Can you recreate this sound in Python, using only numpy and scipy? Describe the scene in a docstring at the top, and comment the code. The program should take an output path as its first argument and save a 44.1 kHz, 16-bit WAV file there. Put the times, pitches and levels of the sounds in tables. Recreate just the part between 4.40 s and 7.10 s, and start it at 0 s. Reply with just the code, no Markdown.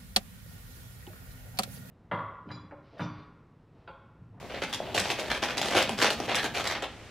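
"""Crumpling stiff paper

Stiff paper, most likely gift wrap, is pulled and crumpled in uneven bursts in a carpeted living room.
Each rustle is a swarm of random impulses, tiny buckling creases, that ring brief facets of the sheet.
Larger folds give way with single snaps and dull pops; taut patches resonate as short pitched rasps.
Decaying sines make soft pats and low thumps, and shaped noise makes the rumble of movement and the air.
A short diffuse room tail follows the paper and the pats.
"""
import sys
import numpy as np
from scipy import signal
from scipy.fft import rfft, irfft
from scipy.io import wavfile
from scipy.ndimage import uniform_filter1d

SR = 44100
rng = np.random.default_rng(int(sys.argv[2]) if len(sys.argv) > 2 else 0)


def master(y):
    """Save y as 16-bit WAV."""
    cut = np.clip(np.atleast_2d(y).T, -1, 1)
    pcm = np.round(cut * 32767)  # scale
    wavfile.write(sys.argv[1], SR, pcm.astype(np.int16))


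N = 119070  # samples
T = np.arange(N) / SR  # time [s]
TOP_HZ = 15550  # upper limit of the recorder

CREASES_PER_S, CREASE_SPREAD_DB = 1250, 3.5
SLIP_S, SLIP_DB = 0.004, 2  # length and depth of each cluster of creases
ATTACK_SHARE, RELEASE_S = 0.18, 0.01  # swell as a share of a pull's length; decay time constant
RASP_Q = 13.5
FOLLOW_S, FOLLOW_DB = 0.0062, -1  # decay and energy, against the snap, of the creases it drags along
RUSTLE_DB, SNAP_DB = -0.52, 17.5  # added to the levels in their tables
RUMBLE_DB = 4.5  # added to the level curve of the rumble
AIR_DB = -47.5
ROOM_DB, ROOM_GAP_S = -5.5, 0.0032  # tail energy against the direct sound; silence ahead of the tail
SCATTER_S = 0.0006  # peak time of the early scatter envelope
THUMP_S, PAT_S = 0.019, 0.0011  # time to the envelope peak
BUMP_SAG_PER_S = 4.6  # exponential rate at which a bump's pitch falls as the contact slackens


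def undb(db):
    """Logarithmic level: convert decibels to amplitude gain."""
    return 10 ** (np.asarray(db) / 20)


def unit(x):
    """Energy normalisation: scale the sum of squares to 1."""
    return x / np.sqrt(np.sum(x ** 2) + 1e-18)


def along(points, hz):
    """Logarithmic frequency scale: interpolate (frequency [Hz], value) points on it."""
    point_hz, values = np.array(points, float).T
    return np.interp(np.log(np.maximum(hz, 1)), np.log(point_hz), values)


def colour(x, points, size=4096):
    """Minimum phase: folding the cepstrum gives a causal filter through (frequency [Hz], gain [dB])."""
    gain = undb(along(points, np.fft.rfftfreq(size, 1 / SR)))
    cepstrum = irfft(np.log(gain))
    cepstrum[1:size // 2] *= 2
    cepstrum[size // 2 + 1:] = 0
    response = irfft(np.exp(rfft(cepstrum)))[:size // 2]
    return signal.fftconvolve(x, response)[:len(x)]


def noise(points):
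    """Spectral shaping: filter white noise and scale it to rms 1."""
    return unit(colour(rng.standard_normal(N), points)) * np.sqrt(N)


def air():
    """Stationary random noise: the steady background of the room."""
    # background spectrum: (frequency [Hz], relative density [dB per Hz])
    air_spectrum = [(30, -21), (70, -5.5), (150, -13), (450, -16.5), (1340, -24), (2300, -22),
                    (7600, -38.5), (15000, -57)]
    return undb(AIR_DB) * noise(air_spectrum)


def rumble():
    """Amplitude modulation: low noise follows the level of movement on the carpet."""
    # spectrum of the movement: (frequency [Hz], relative density [dB per Hz])
    rumble_spectrum = [(25, -50), (38, -6), (52, -8), (75, -12), (108, 5), (160, 1.5), (230, 6.5),
                       (330, -3), (480, -32)]
    # strength of the movement ahead of RUMBLE_DB: (time [s], level [dB])
    level_curve = [(0, -55), (.6, -51.5), (1.95, -48.5), (2.4, -55.5), (2.55, -82)]
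    times, db = np.array(level_curve).T
    return noise(rumble_spectrum) * undb(np.interp(T, times, db) + RUMBLE_DB)


def room_tail(size=16384, count=9):
    """Reverberation: diffuse echoes, even in colour, decay at a rate that depends on frequency."""
    # decay of the furnished room: (frequency [Hz], time to fall by 60 dB [s])
    decay_times = [(200, 0.6), (550, 0.22), (1400, 0.32), (3700, 0.31), (10000, 0.13)]
    spectrum, t = rfft(rng.standard_normal(size)), T[:size]
    hz, centres = np.fft.rfftfreq(size, 1 / SR), np.geomspace(100, TOP_HZ, count)
    tail = np.zeros(size)
    for centre_hz, pick in zip(centres, np.eye(count)):
        weight = along(list(zip(centres, pick)), hz)  # overlapping triangular bands
        decay = np.exp(-np.log(1000) * t / along(decay_times, centre_hz))
        tail += irfft(spectrum * weight, size) * decay
    # divide by the smoothed spectrum to even out the colour
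    modes = rfft(tail, 2 * size)
    tail = irfft(modes / np.sqrt(uniform_filter1d(abs(modes) ** 2, size=70)))[:size]
    onset = np.clip(t / ROOM_GAP_S - 1, 0, 1)
    return unit(tail * onset) * undb(ROOM_DB)


def room_paths():
    """Direct and diffuse fields: the mid path has a direct impulse, the side path early scatter."""
    centre, across = room_tail(), room_tail()
    centre[0] += 1
    lag = T[:len(across)] / SCATTER_S
    across += unit(rng.standard_normal(len(lag)) * lag * np.exp(-lag))
    return unit(centre), unit(across)


def bumps(rows, peak_s):
    """Damped oscillation: cushioned bumps swell and die while their pitch falls exponentially."""
    out = np.zeros(N)
    for start, hz, db in rows:
        age = np.maximum(T - start, 0)
        envelope = age / peak_s * np.exp(1 - age / peak_s)
        cycles = hz * (1 - np.exp(-BUMP_SAG_PER_S * age)) / BUMP_SAG_PER_S
        out += undb(db) * envelope * np.sin(2 * np.pi * cycles)
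    return out


def thumps():
    """Damped oscillation: soft low thumps with a slow swell."""
    # soft low thumps: (time [s], starting pitch [Hz], envelope peak [dB])
    thump_events = [(0.57, 116, -40), (.595, 215, -39), (.885, 66.4, -38.5), (1.35, 119, -37.5),
                    (1.5, 255.6, -34.5), (1.766, 80, -41)]
    return bumps(thump_events, THUMP_S)


def pats():
    """Damped oscillation: dull pats, probably paws and the toy on the carpet."""
    # dull pats, ahead of the room: (time [s], starting pitch [Hz], envelope peak [dB])
    pat_events = [(.142, 556, -25.5), (.221, 515, -19.5), (.403, 634, -19.5), (.457, 620, -43),
                  (.492, 587, -40), (.556, 640, -21.5), (.79, 580, -22.5), (1.029, 695, -19),
                  (1.882, 520, -24), (2.168, 510, -24)]
    return bumps(pat_events, PAT_S)


def pull(length, size=8820):
    """Transient envelope: a pull swells linearly, holds and lets go exponentially."""
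    age = T[:size]
    swell = np.clip(age / (ATTACK_SHARE * length), 0, 1)
    return swell * np.exp(-np.maximum(age - length, 0) / RELEASE_S)


def swarm_of_creases(shape):
    """Stick-slip and random impulses: creases of uneven size cluster as the paper catches and slips."""
    size, hold = len(shape), int(SLIP_S * SR)
    grip = rng.standard_normal(size)[np.arange(size) // hold]  # one value for each cluster
    db = CREASE_SPREAD_DB * np.clip(rng.standard_normal(size), -2, 2)
    db += SLIP_DB * np.clip(grip, -1, 1)
    buckles = rng.random(size) < CREASES_PER_S / SR
    return buckles * undb(db) * rng.choice([-1, 1], size) * shape


def rasps():
    """Resonance: creases drive one taut patch, and the rustle takes on its pitch."""
    # rasps of taut paper, ahead of the room: (time [s], length [s], pitch [Hz], level [dB])
    rasp_events = [(0.325, 0.019, 3340, -34.5), (0.542, 0.01, 3000, -31.5), (1.951, 0.063, 1780, -34),
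                   (1.983, 0.011, 4160, -36), (2.037, 0.024, 1600, -34.5), (2.14, .05, 2370, -36.5)]
    out = np.zeros(2 * N)
    for start, length, hz, db in rasp_events:
        shape, i = pull(length), int(start * SR)
        resonator = signal.iirpeak(hz, RASP_Q, fs=SR)
        ring = signal.lfilter(*resonator, swarm_of_creases(shape))
        out[i:i + len(ring)] += undb(db) * np.linalg.norm(shape) * unit(ring)
    return out[:N]


def sheet_response(low_hz, high_hz, size=1024):
    """Transfer function: the sheet's colour within one frequency range."""
    # colour of the sheet: (frequency [Hz], relative density [dB per Hz])
    sheet_colour = [(150, 1), (225, 1), (330, -1.5), (480, 0.5), (720, 2), (950, -2.5), (1400, -4.5),
                    (2200, -3.5), (3200, -6), (4400, -15), (6000, -17.5), (8000, -23.5), (11000, -31),
                    (15000, -24)]
    band = signal.butter(3, [low_hz, high_hz], "band", fs=SR, output="sos")
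    return rfft(signal.sosfilt(band, colour(signal.unit_impulse(size), sheet_colour)))


def sheet_ranges():
    """Frequency-dependent damping: each range of the sheet pairs a response with a ring time."""
    # crackle, body and treble of the sheet: (low edge [Hz], high edge [Hz], ring time constant [s])
    range_rows = [(980, 5200, 0.0011), (282, 898, 0.0023), (3710, 12000, 0.0012)]
    return [(sheet_response(low, high), ring_s) for low, high, ring_s in range_rows]


def facet(response, ring_s, size=1024):
    """Impulse response: one patch of paper rings briefly when it buckles; no two are alike."""
    ring = rng.standard_normal(size) * np.exp(-T[:size] / ring_s)
    return unit(irfft(rfft(ring) * response))


def snaps(ranges, size=900):
    """Sudden buckling: a large fold gives a bright tick or dull pop, and neighbouring creases follow."""
    # snaps of single folds ahead of SNAP_DB: (time [s], crackle [dB], body [dB], treble [dB])
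    snap_events = [(0.328, -30.5, -34, -30.5), (0.337, -29.5, -46, -26.5), (.345, -34, -42, -26),
                   (.547, -30, -18, -25.5), (0.578, -14.5, -20, -27), (.655, -24, -22, -45),
                   (.702, -17, -25.5, -27.5), (.949, -25, -43, -36), (1.022, -32, -34, -37),
                   (1.036, -19.5, -33, -25.5), (1.179, -38, -31, -21), (1.215, -23, -20, -22.5),
                   (1.309, -39, -42, -31), (1.351, -19, -13.5, -27), (1.367, -22, -20, -27),
                   (1.38, -15, -17, -25), (1.426, -41, -41, -24), (1.493, -24.5, -20, -30.5),
                   (1.616, -16.5, -45, -26), (1.625, -28, -16.5, -23), (1.644, -15, -14, -31),
                   (1.704, -18.5, -22, -26.5), (1.801, -36, -20, -32), (1.946, -21.5, -43, -26),
                   (1.955, -40, -50, -20), (2.043, -50, -25.5, -27), (2.242, -36, -35, -31),
                   (2.274, -30, -56, -22.5), (2.424, -37, -35, -35)]
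    out = np.zeros(N + 4 * size)
    for start, *levels in snap_events:
        buckles = rng.random(size) < CREASES_PER_S / SR
        followers = buckles * rng.standard_normal(size) * np.exp(-T[:size] / FOLLOW_S)
        push = unit(followers) * undb(FOLLOW_DB)
        push[0] += 1  # the fold itself
        i = int(start * SR)
        for db, (response, ring_s) in zip(levels, ranges):
            snap = unit(signal.fftconvolve(push, facet(response, ring_s)))
            out[i:i + len(snap)] += undb(db + SNAP_DB) * snap
    return out[:N]


def rustles(ranges, count=7):
    """Superposed impulse responses: each pull buckles a few fresh facets, so its colour is its own."""
    # pulls ahead of RUSTLE_DB: (time [s], length [s], crackle [dB], body [dB], treble [dB])
    pull_events = [(0.0, 0.064, -56.5, -45.5, -73), (0.092, 0.039, -42.5, -41.5, -79),
                   (0.136, 0.049, -40, -42, -70), (0.215, 0.024, -31.5, -36.5, -42.5),
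                   (0.263, 0.13, -46.5, -51, -55), (0.331, 0.03, -44, -52, -56),
                   (0.401, 0.13, -47, -41, -61), (0.551, 0.026, -34.5, -35, -36),
                   (0.579, 0.022, -31, -33, -30.5), (0.625, 0.096, -38.5, -42.5, -41),
                   (0.699, 0.022, -34, -33, -37), (.74, .15, -41, -39.5, -49),
                   (.786, 0.012, -35, -48, -37.5), (0.895, 0.03, -27.5, -34.5, -38.5),
                   (.938, 0.038, -37.5, -38.5, -45.5), (1.02, 0.035, -30.5, -33.5, -39),
                   (1.076, 0.032, -32.5, -37, -43.5), (1.106, 0.088, -42.5, -43.5, -55),
                   (1.168, 0.019, -32.5, -31.5, -37.5), (1.219, 0.026, -33, -40.5, -40),
                   (1.243, 0.043, -35, -32.5, -37), (1.3, 0.048, -31, -31, -41),
                   (1.348, 0.045, -25, -25.5, -30.5), (1.396, 0.037, -28.5, -34.5, -37.5),
                   (1.439, 0.064, -38, -45, -66), (1.493, 0.045, -43.5, -42, -47.5),
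                   (1.573, 0.045, -30.5, -35.5, -37), (1.616, 0.029, -24.5, -29.5, -28.5),
                   (1.647, 0.033, -26, -32, -35), (1.699, 0.036, -44, -37.5, -38),
                   (1.769, 0.1, -42, -43, -51), (1.872, 0.051, -30, -31, -45),
                   (1.932, 0.069, -31.5, -35.5, -45), (2.021, 0.04, -33.5, -33.5, -39.5),
                   (2.135, 0.073, -33.5, -35, -39.5), (2.232, .1, -32, -38.5, -42),
                   (2.336, 0.035, -34.5, -40.5, -55), (2.419, 0.023, -33.5, -33, -48)]
    out = np.zeros(2 * N)
    for start, length, *levels in pull_events:
        shape, i = pull(length), int(start * SR)
        creases = swarm_of_creases(shape)
        patch = rng.integers(0, count, len(shape))  # the facet that each crease rings
        for db, (response, ring_s) in zip(levels, ranges):
            swarm = sum(signal.fftconvolve(creases * (patch == k), facet(response, ring_s))
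                        for k in range(count))
            gain = undb(db + RUSTLE_DB) * np.linalg.norm(shape)
            out[i:i + len(swarm)] += gain * unit(swarm)
    return out[:N]


def scene():
    """Interchannel coherence: the two microphones agree in the bass and differ in the treble."""
    # filter that sets the stereo width: (frequency [Hz], side gain [dB])
    side_gain = [(60, -10), (110, -15.5), (200, -10), (380, -17.5), (700, -16.5), (1290, -20),
                 (2380, -14.5), (4400, -4), (8120, 0.5), (15000, 5.5)]
    ranges = sheet_ranges()
    dry_sources = rustles(ranges) + snaps(ranges) + rasps() + pats()
    # each path has its own draw of the rumble and the air
    mid, side = (signal.fftconvolve(dry_sources, path)[:N] + rumble() + air() for path in room_paths())
    mid = mid + thumps()
    side = colour(side, side_gain)
    return np.array([mid + side, mid - side])


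def record(dry):
    """Band limitation: the recorder cuts the top with a steep elliptic low-pass."""
    # order 10, 0.2 dB ripple, 80 dB rejection
    low_pass = signal.ellip(10, 0.2, 80, TOP_HZ, fs=SR, output="sos")
    return signal.sosfilt(low_pass, dry)


dry = scene()
out = record(dry)
master(out)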